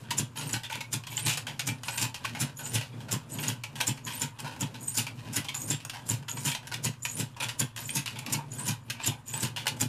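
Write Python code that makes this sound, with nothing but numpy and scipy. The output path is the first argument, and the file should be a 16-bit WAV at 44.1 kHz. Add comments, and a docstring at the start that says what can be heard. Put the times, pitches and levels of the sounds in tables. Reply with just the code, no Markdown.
"""In a small bare room, a tin clockwork swing runs on a table over a faint bed of room tone.
Contacts excite the damped modes of frame, figures and motor housing: the crank touches and catches, loose figures clack.
Each catch also thumps the table top, and many make the frame's top bar ping. Gears and a scraping axle run up to
every catch. The axle chirps at times, and on each return stroke slips twice in faint song before a rising whistle.
Decaying noise adds the walls' answer to the clatter, gears and squeaks."""
import sys
import numpy as np
from scipy import signal
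from scipy.fft import rfft, irfft, next_fast_len
from scipy.io import wavfile
from scipy.ndimage import uniform_filter1d, map_coordinates

SR = 44100
rng = np.random.default_rng(int(sys.argv[2]) if len(sys.argv) > 2 else 0)


def master_out(mix):
    """Clip the mix to full scale and print it as 16-bit PCM to the path in sys.argv[1]."""
    frames = np.transpose(np.atleast_2d(mix))
    ceiling = np.clip(frames, -1, 1)
    pcm = np.round(ceiling * 32767).astype(np.int16)
    wavfile.write(sys.argv[1], SR, pcm)


N = 435708  # length in samples
SIZE, LEAD = 2 ** 13, 1024  # event row length, and its part ahead of the contact (samples)

# Resonances of the parts, all four alike: pitch_hz, width_hz, strength_db
FRAME_MODES = [(4580, 830, -4), (7020, 150, 2.5), (8560, 290, -9.5), (7360, 17900, -3.5), (9930, 670, 2),
               (11400, 360, -21), (11720, 810, -2.5)]
FIGURE_MODES = [(1910, 72, -18.5), (2350, 170, -4), (2810, 1460, -21), (3353, 290, -5), (2963, 1950, -7.5)]
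HOUSING_MODES = [(558, 150, -18), (946, 164, -3), (860, 110, -5), (1516, 120, -9)]
TABLE_MODES = [(114.5, 6.34, 5.5), (145.4, 13.7, 2.5), (204.7, 27, -8), (243.6, 37, -5), (292, 82, -10),
               (447, 390, -19.5)]
# Crank catches, outward and return stroke in turn:
# start_s, frame_level_db (peak), nominal_t60_s, thump_level_db (peak), grind_level_db (gears before it)
CATCHES = [(0.185, -14, 0.035, -23.5, -60.5), (0.5285, -14.5, 0.071, -27, -55),
           (0.9308, -15.5, 0.04, -27, -68), (1.257, -16.5, 0.15, -26.5, -53), (1.6736, -14, 0.04, -24, -77),
           (2.014, -13.5, 0.086, -25, -56.5), (2.404, -15, 0.067, -24, -57), (2.74, -15.5, 0.098, -25, -62),
           (3.118, -14.5, 0.06, -22.5, -68), (3.478, -17, 0.066, -28, -56), (3.873, -17, 0.057, -23, -78),
           (4.217, -16.5, 0.069, -26.5, -57), (4.6081, -17, 0.05, -22.5, -63),
           (4.9695, -14.5, 0.1, -27, -66), (5.361, -14.5, 0.048, -25, -57.5), (5.7, -16.5, 0.1, -25, -73),
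           (6.094, -19, 0.14, -22, -75), (6.4502, -15.5, 0.18, -25, -67), (6.846, -16.5, 0.05, -23.5, -73),
           (7.188, -17, 0.097, -24, -69), (7.6, -14, 0.03, -23, -71), (7.9522, -15, 0.11, -25.5, -65),
           (8.331, -13, 0.029, -25, -54), (8.6772, -16.5, 0.094, -24, -60), (9.067, -15, 0.039, -23.5, -51),
           (9.4235, -15, 0.11, -25.5, -54), (9.8089, -14, 0.043, -22, -82)]
# First touches of the crank on the frame, just ahead of a catch: start_s, frame_level_db (peak)
TOUCHES = [(0.5096, -37), (2.719, -28), (3.2962, -35), (4.199, -25), (4.944, -23.5), (5.3307, -23.5),
           (5.677, -22.5), (6.062, -35), (6.086, -18.5), (6.428, -28), (6.836, -25), (7.589, -32),
           (7.9322, -29.5), (8.656, -19.5), (9.403, -25)]
# Clacks of loose figures: start_s, figure_level_db (peak), frame_db and housing_db (re the figures), nominal_t60_s
CLACKS = [(0.106, -17, -4, -12.5, 0.058), (0.356, -35, -7, -4, 0.062), (0.371, -26, -17, -9, 0.34),
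          (0.409, -28, -17, -18, 0.16), (0.492, -33.5, 8, -18, 0.04), (0.633, -28.5, -8, -15, 0.089),
          (0.6972, -28.5, -5, -3.5, 0.13), (0.7219, -25, -6, -16, 0.17), (0.754, -27, -1, -1.5, 0.013),
          (0.805, -22.5, -15, -15, 0.046), (1.035, -34, -22, -19, 0.047), (1.0672, -29, -4, -9.5, 0.082),
          (1.175, -22.5, -18, -17, 0.041), (1.192, -27, -11, -10, 0.032), (1.262, -18.5, -12, -14, 0.12),
          (1.277, -20.5, 1.5, -25, 0.19), (1.294, -23, -3, -25, 0.26), (1.328, -28, -2, -24, 0.075),
          (1.3722, -21, -0.5, -11.5, 0.049), (1.4672, -25.5, -7, -7, 0.15), (1.5932, -19, -1.5, -13, 0.05),
          (1.833, -27, -1, -7.5, 0.049), (1.8815, -20.5, -20, -10.5, 0.034), (1.9745, -24, 6, -13, 0.21),
          (2.142, -24.5, -14, -14, 0.094), (2.247, -20.5, -20, -5.5, 0.052),
          (2.3483, -27.5, -15, -5.5, 0.19), (2.5892, -31.5, -15, -5, 0.46), (2.659, -31, -14, -10, 0.037),
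          (2.809, -26, -28, -11, 0.15), (3.003, -37.5, -26, -2, 0.12), (3.082, -32, -21, -6.5, 0.34),
          (3.3857, -25, -17, -11, 0.069), (3.427, -26.5, 1, -8, 0.17), (3.6352, -22.5, -9, -16.5, 0.061),
          (3.7535, -27.5, -3, -9.5, 0.45), (3.802, -18.5, -6, -8.5, 0.036), (3.81, -18.5, 3, -6, 0.032),
          (3.971, -38, -9, -12, 0.06), (4.0652, -28, -5, -8, 0.43), (4.385, -34.5, -2, -1.5, 0.14),
          (4.401, -31, 2, -17, 0.017), (4.443, -32, -20, -1, 0.27), (4.562, -37, -3, -1, 0.04),
          (4.74, -35, -14, -3.5, 0.15), (5.0657, -24.5, -14, -9.5, 0.069), (5.444, -30, -4, -9.5, 0.097),
          (5.485, -21.5, -23, -17, 0.1), (5.5426, -25, 0, -9, 0.12), (5.8, -37, -20, -25, 0.075),
          (5.8497, -38, 15.5, 3, 0.012), (5.896, -25.5, -4, -24, 0.021), (5.933, -30.5, -27, -4.5, 0.24),
          (6.225, -43.5, -11, 0, 0.022), (6.281, -25, -21, -9.5, 0.086), (6.369, -31, -19, -3, 0.061),
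          (6.516, -24.5, 2, -30, 0.027), (6.5473, -21, -24, -12.5, 0.035), (6.624, -44.5, -22, 2, 0.27),
          (6.6703, -29, -1, -11, 0.04), (6.7155, -25.5, -10, -5.5, 0.077), (6.7385, -20.5, -3, -21, 0.055),
          (7.0503, -15, -13, -18.5, 0.035), (7.167, -40, 16.5, -6, 0.13), (7.399, -24.5, -7, -7.5, 0.21),
          (7.422, -20, -5, -11.5, 0.11), (7.364, -38.5, -7, 0.5, 0.14), (7.4852, -21, -10, -16, 0.062),
          (7.7611, -25.5, -4.5, -10.5, 0.22), (7.891, -22, -24, -39, 0.013), (8.058, -21.5, -12, -15, 0.16),
          (8.156, -32, -21, -21, 0.2), (8.1881, -23.5, -0.5, -19, 0.023), (8.2618, -23, -8, -22, 0.045),
          (8.298, -33, 1, -12, 0.07), (8.5841, -33.5, -14, -4, 0.33), (8.864, -55, -18, -17, 0.036),
          (8.899, -20.5, -7.5, -30, 0.04), (9.3366, -23.5, -13, -10, 0.032), (9.561, -23, -21, -15.5, 0.14),
          (9.57, -27.5, -22, -8, 0.04), (9.656, -34.5, -1, 4, 0.02), (9.6666, -15.5, -22, -8, 0.02),
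          (9.678, -16.5, 0, -23, 0.035), (9.765, -43, 10, -11, .05)]
# Pings of the frame's top bar as the crank lands: middle_s, level_db (peak)
PINGS = [(0.188, -15), (0.532, -19), (0.933, -20.5), (1.297, -23), (1.679, -28), (2.414, -22), (2.752, -37),
         (3.131, -27), (3.483, -17), (3.879, -16.5), (4.218, -20), (4.618, -19), (4.975, -20.5),
         (5.367, -19), (5.704, -17), (6.1, -15), (6.456, -26), (6.854, -19), (7.605, -16.5), (8.339, -19),
         (8.68, -24), (9.075, -15.5), (9.816, -14)]
# Single pieces of tin ringing out of a clack: middle_s, pitch_hz, level_db (peak)
TINKS = [(1.179, 2980, -23), (2.25, 1060, -27), (4.994, 2880, -23.5), (5.487, 3200, -26)]
# Loudest chirps of the dry axle: middle_s, pitch_hz, level_db (before flutter), length_s (scale of the swell)
CHIRPS = [(0.512, 7900, -24, 0.012), (1.258, 8100, -22.5, 0.014), (1.967, 13500, -40, .03),
          (4.16, 13100, -35, 0.069), (4.886, 8210, -33, 0.047), (5.612, 8190, -37.5, 0.066),
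          (6.339, 8400, -49, 0.022), (7.858, 7140, -38, 0.04), (8.599, 8060, -34, 0.014),
          (9.042, 7580, -30, .02), (9.345, 8000, -28.5, 0.022), (9.41, 7800, -23, 0.019)]
# Modes on which the slipping axle sings: pitch_hz, first_slip_db, second_slip_db (before scatter)
SINGING_MODES = [(6950, -48, -50), (8200, -59, -52), (9750, -54, -61), (11600, -54, -61), (13400, -58, -52)]
# Decay of the walls' answer: pitch_hz, t60_s
WALLS = [(150, 0.45), (2000, 0.2), (12000, 0.15)]
# Spectrum of the room tone, relative: pitch_hz, density_db
ROOM_TONE = [(20, 26), (60, 16), (120, 34), (400, -39), (1000, 9), (14000, -41)]

# Pairs hold the outward stroke, then the return stroke
CATCH_RISE_S, CATCH_FIGURES_DB, CATCH_HOUSING_DB = (0.0094, 0.0068), -8, -17  # levels re the frame
TOUCH_T60_S, TOUCH_RISE_S, TOUCH_FIGURES_DB, TOUCH_HOUSING_DB = 0.075, 0.0064, -18.5, -17
CLACK_RISE_S = 0.00058
CATCH_COLOUR_DB, CLACK_COLOUR_DB = 2, 2.2  # scatter of mode strengths from blow to blow
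PITCH_SCATTER = 0.035  # share by which the loose tin's modes shift from blow to blow
THUMP_LAG_S, THUMP_SCATTER_DB = (0.0081, 0.00436), 2
THUMP_DAMPED_S = 0.07  # the rocking frame settles on its feet and damps the boom
PING_HZ, PING_RISE_S, PING_T60_S = 7020, 0.0013, 0.0094
RUN_UP_S, RUN_ON_S = (0.197, 0.164), (0.05, 0.012)  # turning before and after the catch
RUN_GROWTH_DB, SCRAPE_DB = (4.5, 5.5), (-80, -60)
SHAKE_DB, SHAKE_FOLLOWS, USUAL_GRIND_DB = -52, 0.33, -54.5  # shake at the usual grind; dB per dB of grind
RISE_PER_S = 0.401  # share of the pitch gained a second
STOPS_FASTER = 9.1  # a chirp ends more quickly than it swells
WAVER_HZ, FLUTTER_DB, FAINT_ROUGHER = 90, 5, 1.6  # unsteadiness of a whistle; factor for faint ones
WHISTLE_LEAD_S = 0.04  # from the contact position in a row to a whistle's middle
SLIPS_AHEAD_S = (0.14, 0.075)  # middles of first and second slip, ahead of the catch
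SING_S, SING_SCATTER_S, SING_SCATTER_DB, SING_SCATTER_PITCH = 0.05, 0.008, 4, 0.01
SWEEP_AHEAD_S, SWEEP_HZ, SWEEP_DB, SWEEP_RISE_PER_S = 0.04, 9000, -51, 3.5
TOP_HZ, EDGE_HZ = 15900, 14460  # band limit; start of the steep fade
DULLS_HZ, DULLS_DB_PER_HZ = 10800, -0.0012  # gentle loss of the top treble


def clatter():
    """Impact excitation: figures clack at once, while touches and catches build up in the frame."""
    s, db, t60 = np.transpose(CATCHES)[:3, :, None]
    catches = rattle(s, db, db + CATCH_FIGURES_DB, db + CATCH_HOUSING_DB, t60, stroke(CATCH_RISE_S))
    s, db = np.transpose(TOUCHES)[:, :, None]
    touches = rattle(s, db, db + TOUCH_FIGURES_DB, db + TOUCH_HOUSING_DB, TOUCH_T60_S, TOUCH_RISE_S)
    s, db, frame_db, housing_db, t60 = np.transpose(CLACKS)[:, :, None]
    clacks = rattle(s, db + frame_db, db, db + housing_db, t60, CLACK_RISE_S, CLACK_COLOUR_DB)
    return catches + touches + clacks


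def rattle(s, frame_db, figure_db, housing_db, t60, rise, scatter_db=CATCH_COLOUR_DB):
    """Repeated impact: uneven bounces ring the modes of frame, figures and housing."""
    t = (np.arange(SIZE - LEAD) - LEAD) / SR

    def swell(t, slower):
        decay = amp(-60 * np.maximum(t, 0) / np.clip(slower * t60, .005, .4))
        return decay / (1 + np.exp(np.minimum(1.2 - 2 * t / rise, 50)))

    def lumps(size):
        noise = rng.standard_normal((len(s), len(t)))
        return unit(uniform_filter1d(noise, size=size, axis=1))

    bounces = amp(3.8 * lumps(size=60))  # shared by the three parts
    # modes, peak level, delay (s), decay factor: loose tin starts late, rattles on
    parts = [(FRAME_MODES, frame_db, 0, 1),
             (FIGURE_MODES, figure_db, 1.35 * rise, 1.4),
             (HOUSING_MODES, housing_db, 0.63 * rise, 1.4)]
    rows = 0
    for modes, part_db, late, slower in parts:
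        push = swell(t - late, slower) * bounces * amp(1.48 * lumps(size=250))
        push = push * chatter(bounces.shape, spiky_db=2.5)
        rows = rows + amp(part_db) * strike(s, push, modes, scatter_db)
    return place(s[:, 0], rows)


def chatter(shape, spiky_db):
    """Random contact force: noise whose samples differ widely in size."""
    return rng.standard_normal(shape) * amp(spiky_db * rng.standard_normal(shape))


def thumps():
    """Impulse response of a plate: a first touch, a soft push and two rebounds set the table top booming."""
    caught, _, _, db, _ = np.transpose(CATCHES)[:, :, None]
    s = caught + stroke(THUMP_LAG_S)
    t = (np.arange(SIZE // 2) - LEAD) / SR

    def bump(at):
        return np.exp(-((t - at) / .0006) ** 2)

    late = rng.random((len(s), 2, 1))
    push = amp(-5.5) * bump(-0.0062) + bump(0.00427)
    push = push + amp(-6) * bump(0.01295 + 0.0051 * late[:, 0])
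    push = push + amp(-3.0) * bump(0.025 + 0.0125 * late[:, 1])
    damped = 1 / (1 + ((np.arange(SIZE) - LEAD) / SR / THUMP_DAMPED_S) ** 4)
    boom = strike(s, push, TABLE_MODES, THUMP_SCATTER_DB, loose=0)
    return place(s[:, 0], amp(db) * damped * boom)


def pings():
    """Single-mode ringing: a tone swells quickly and is damped at once; lower tones last longer."""
    events = [(s, PING_HZ, db) for s, db in PINGS] + TINKS
    s, hz, db = np.transpose(events)[:, :, None]
    t = (np.arange(SIZE) - LEAD) / SR
    cycles = hz * t * (1 + .02 * rng.standard_normal(s.shape))
    scaled = t * np.sqrt(hz / PING_HZ)
    swell = np.where(t < 0, np.exp(-(scaled / PING_RISE_S) ** 2), amp(-60 * np.abs(scaled) / PING_T60_S))
    return place(s[:, 0], amp(db) * swell * np.sin(2 * np.pi * cycles))


def squeaks():
    """Stick-slip friction heard as whistles: chirps swell and stop, slips hold their song, the sweep climbs."""
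    s, hz, db, length = np.transpose(CHIRPS)[:, :, None]

    def chirp(t):
        return np.exp(-(3.2 * t / length * np.where(t > 0, STOPS_FASTER, 1)) ** 2)

    def hold(t):
        return np.exp(-(2 * t / SING_S) ** 4)

    chirps = whistles(s, hz, db, RISE_PER_S, chirp)
    returns = np.array(CATCHES)[1::2, :1]
    slips = (returns - SLIPS_AHEAD_S).reshape(-1, 1)
    mode_hz, *slip_db = np.transpose(SINGING_MODES)
    a, b, c = rng.standard_normal((3, len(slips), len(SINGING_MODES)))
    sing_s = slips + SING_SCATTER_S * a
    sing_hz = mode_hz * (1 + SING_SCATTER_PITCH * b)
    sing_db = np.resize(slip_db, c.shape) + SING_SCATTER_DB * c
    columns = np.reshape([sing_s, sing_hz, sing_db], (3, -1, 1))
    song = whistles(*columns, RISE_PER_S, hold, FAINT_ROUGHER)
    sweep_db = SWEEP_DB + SING_SCATTER_DB * rng.standard_normal(returns.shape)
    sweeps = whistles(returns - SWEEP_AHEAD_S, SWEEP_HZ, sweep_db, SWEEP_RISE_PER_S, hold, FAINT_ROUGHER)
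    return chirps + song + sweeps


def whistles(s, hz, db, rise, swell, rough=1):
    """Frequency and amplitude modulation: thin, unsteady tones centred on s, shaped by swell."""
    t = (np.arange(SIZE) - LEAD) / SR - WHISTLE_LEAD_S

    def slow(size):
        return unit(uniform_filter1d(rng.standard_normal((len(s), SIZE)), size=size, axis=1))

    pitch = hz * (1 + rise * t) + rough * WAVER_HZ * slow(size=120)
    phase = 2 * np.pi * np.cumsum(pitch, axis=1) / SR
    level = amp(db + rough * FLUTTER_DB * slow(size=150))
    return place(s[:, 0] - WHISTLE_LEAD_S, level * swell(t) * np.sin(phase))


def running():
    """Friction-driven resonance: gear teeth and axle rub in uneven lumps, and the table shakes with them."""
    caught, *_, grind_db = np.transpose(CATCHES)[:, :, None]
    s = caught - stroke(RUN_UP_S)
    length = stroke(RUN_UP_S) + stroke(RUN_ON_S)
    knots = np.arange(0, N / SR + .01, .002)
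    t = knots - s
    turning = np.clip(t / 0.017, 0, 1) * np.clip((length - t) / 0.074 + 1, 0, 1)
    turning = turning * amp(stroke(RUN_GROWTH_DB) * (np.clip(t / length, 0, 1) + 0.5))

    def level(db, rest_db):
        return np.interp(np.arange(N) / SR, knots, (amp(db) * turning).sum(axis=0) + amp(rest_db))

    rumble = amp(3.5 * wobble(14)) * rng.standard_normal(N)
    shake = filtered(rumble, lambda f: shapes(TABLE_MODES, f).sum(axis=0))
    # the drive of each mode comes and goes by itself
    teeth = amp(3 * wobble(70)) * ticks(rate=600, spread_db=2.2)
    meshing = np.array([amp(4 * wobble(20)) * teeth for _ in HOUSING_MODES + FIGURE_MODES])
    gear_modes = lambda f: np.vstack([shapes(HOUSING_MODES, f), amp(-2.5) * shapes(FIGURE_MODES, f)])
    grind = filtered(meshing, gear_modes).sum(axis=0)
    slips = ticks(rate=1200, spread_db=1.8)
    rubs = np.array([amp(4.5 * wobble(30)) * slips for _ in FRAME_MODES])
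    scrape = filtered(rubs, lambda f: shapes(FRAME_MODES, f)).sum(axis=0)
    gears = level(grind_db, rest_db=-66) * unit(grind)
    gears = gears + level(stroke(SCRAPE_DB), rest_db=-68.5) * unit(scrape)
    shake_db = SHAKE_DB + SHAKE_FOLLOWS * (grind_db - USUAL_GRIND_DB)
    return gears, level(shake_db, rest_db=-47.5) * unit(shake)


def ticks(rate, spread_db):
    """Shot noise: sparse contacts (rate a second) of widely different size over a fine rasp."""
    sparse = (rng.random(N) < rate / SR) * amp(spread_db * rng.exponential(size=N))
    return unit(sparse) + amp(-10) * rng.standard_normal(N)


def room(x, count=60):
    """Reverberation as decaying noise: a fresh random tail for each of count equal pieces avoids a fixed tone."""
    hz, t, z = signal.stft(rng.standard_normal((count, SR // 2)), SR, nperseg=256)
    decay = amp(-60 * t / along(WALLS, hz)[:, None])
    tails = signal.istft(z * decay, SR, nperseg=256)[1]
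    tails = tails / np.linalg.norm(tails, axis=1, keepdims=True)
    step = -(-N // count)
    pieces = np.pad(x, (0, step * count - N)).reshape(count, step)
    wet = signal.fftconvolve(pieces, tails, axes=1)
    out = np.zeros(N + 2 * SR)
    for k, row in enumerate(wet):
        out[k * step + 130:][:len(row)] += row  # the echoes start 130 samples late
    return out[:N]


def room_tone():
    """Stationary background: white noise shaped by a fixed spectrum."""
    return unit(filtered(rng.standard_normal(N), lambda f: amp(along(ROOM_TONE, f))))


def strike(starts, pushes, modes, scatter_db, loose=PITCH_SCATTER):
    """Modal excitation: each push rings the modes at new strengths and pitches, one row an event, peak 1."""
    f = np.fft.rfftfreq(SIZE, 1 / SR)
    a, b = rng.standard_normal((2, len(modes), len(starts), 1))
    colour = (amp(scatter_db * a) * shapes(modes, f, 1 + loose * b)).sum(axis=0)
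    rows = irfft(rfft(pushes, SIZE) * colour, SIZE)
    return rows / np.abs(rows).max(axis=1, keepdims=True)


def shapes(modes, f, shift=None):
    """Damped oscillators: one causal resonance a row, signs alternating; shift scales each pitch."""
    shift = np.ones(len(modes)) if shift is None else shift
    rows = []
    for k, ((hz, width, db), scale) in enumerate(zip(modes, shift)):
        damping = 1j * f * width
        rows.append((-1) ** k * amp(db) * damping / ((hz * scale) ** 2 - f * f + damping))
    return np.array(rows)


def place(starts, rows):
    """Superposition: sum the event rows, each beginning LEAD samples ahead of its time."""
    out = np.zeros(N + 2 * SIZE)
    for s, row in zip(starts, rows):
        out[round(s * SR):][:SIZE] += row
    return out[LEAD:LEAD + N]


def stroke(pair):
    """Alternation: the outward or return value for each catch, as a column."""
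    return np.resize(pair, len(CATCHES))[:, None]


def filtered(x, response):
    """Linear filtering: the spectrum of x times a complex response of frequency."""
    m = next_fast_len(N + SR // 2)
    return irfft(rfft(x, m) * response(np.fft.rfftfreq(m, 1 / SR)), m)[..., :N]


def along(points, hz):
    """Interpolation of (pitch, value) points on a logarithmic frequency axis."""
    f, v = np.transpose(points)
    return np.interp(np.log(hz + 1), np.log(f + 1), v)


def wobble(rate):
    """Slow random modulation: a smooth curve with rate knots a second."""
    knots = rng.standard_normal(int(N * rate / SR) + 4)
    return map_coordinates(knots, [np.arange(N) * rate / SR])


def amp(db):
    """Decibels to amplitude ratio."""
    return 10 ** (np.asarray(db) / 20)


def unit(x):
    """Normalisation to an RMS of 1."""
    return x / np.sqrt(np.mean(x ** 2, axis=-1, keepdims=True) + 1e-20)


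def scene():
    """Superposition of direct sound, wall echoes and room tone, alike in both channels."""
    gears, shake = running()
    metal = clatter() + squeaks() + gears
    echoes = amp(-5.0) * room(metal)
    mid = metal + echoes + pings() + thumps() + shake + amp(-50.0) * room_tone()
    return np.array([mid, mid])


def record(dry):
    """Overall tone by filtering: little deep bass, gently softened top treble, a steep fade, then a band limit."""
    def response(hz):
        bass = 1j * hz / (1j * hz + 70)
        dull = amp(DULLS_DB_PER_HZ * np.maximum(hz - DULLS_HZ, 0))
        edge = amp(-.07 * np.maximum(hz - EDGE_HZ, 0))
        return (hz < TOP_HZ) * bass * dull * edge

    return filtered(dry, response)


dry = scene()
out = record(dry)
master_out(out)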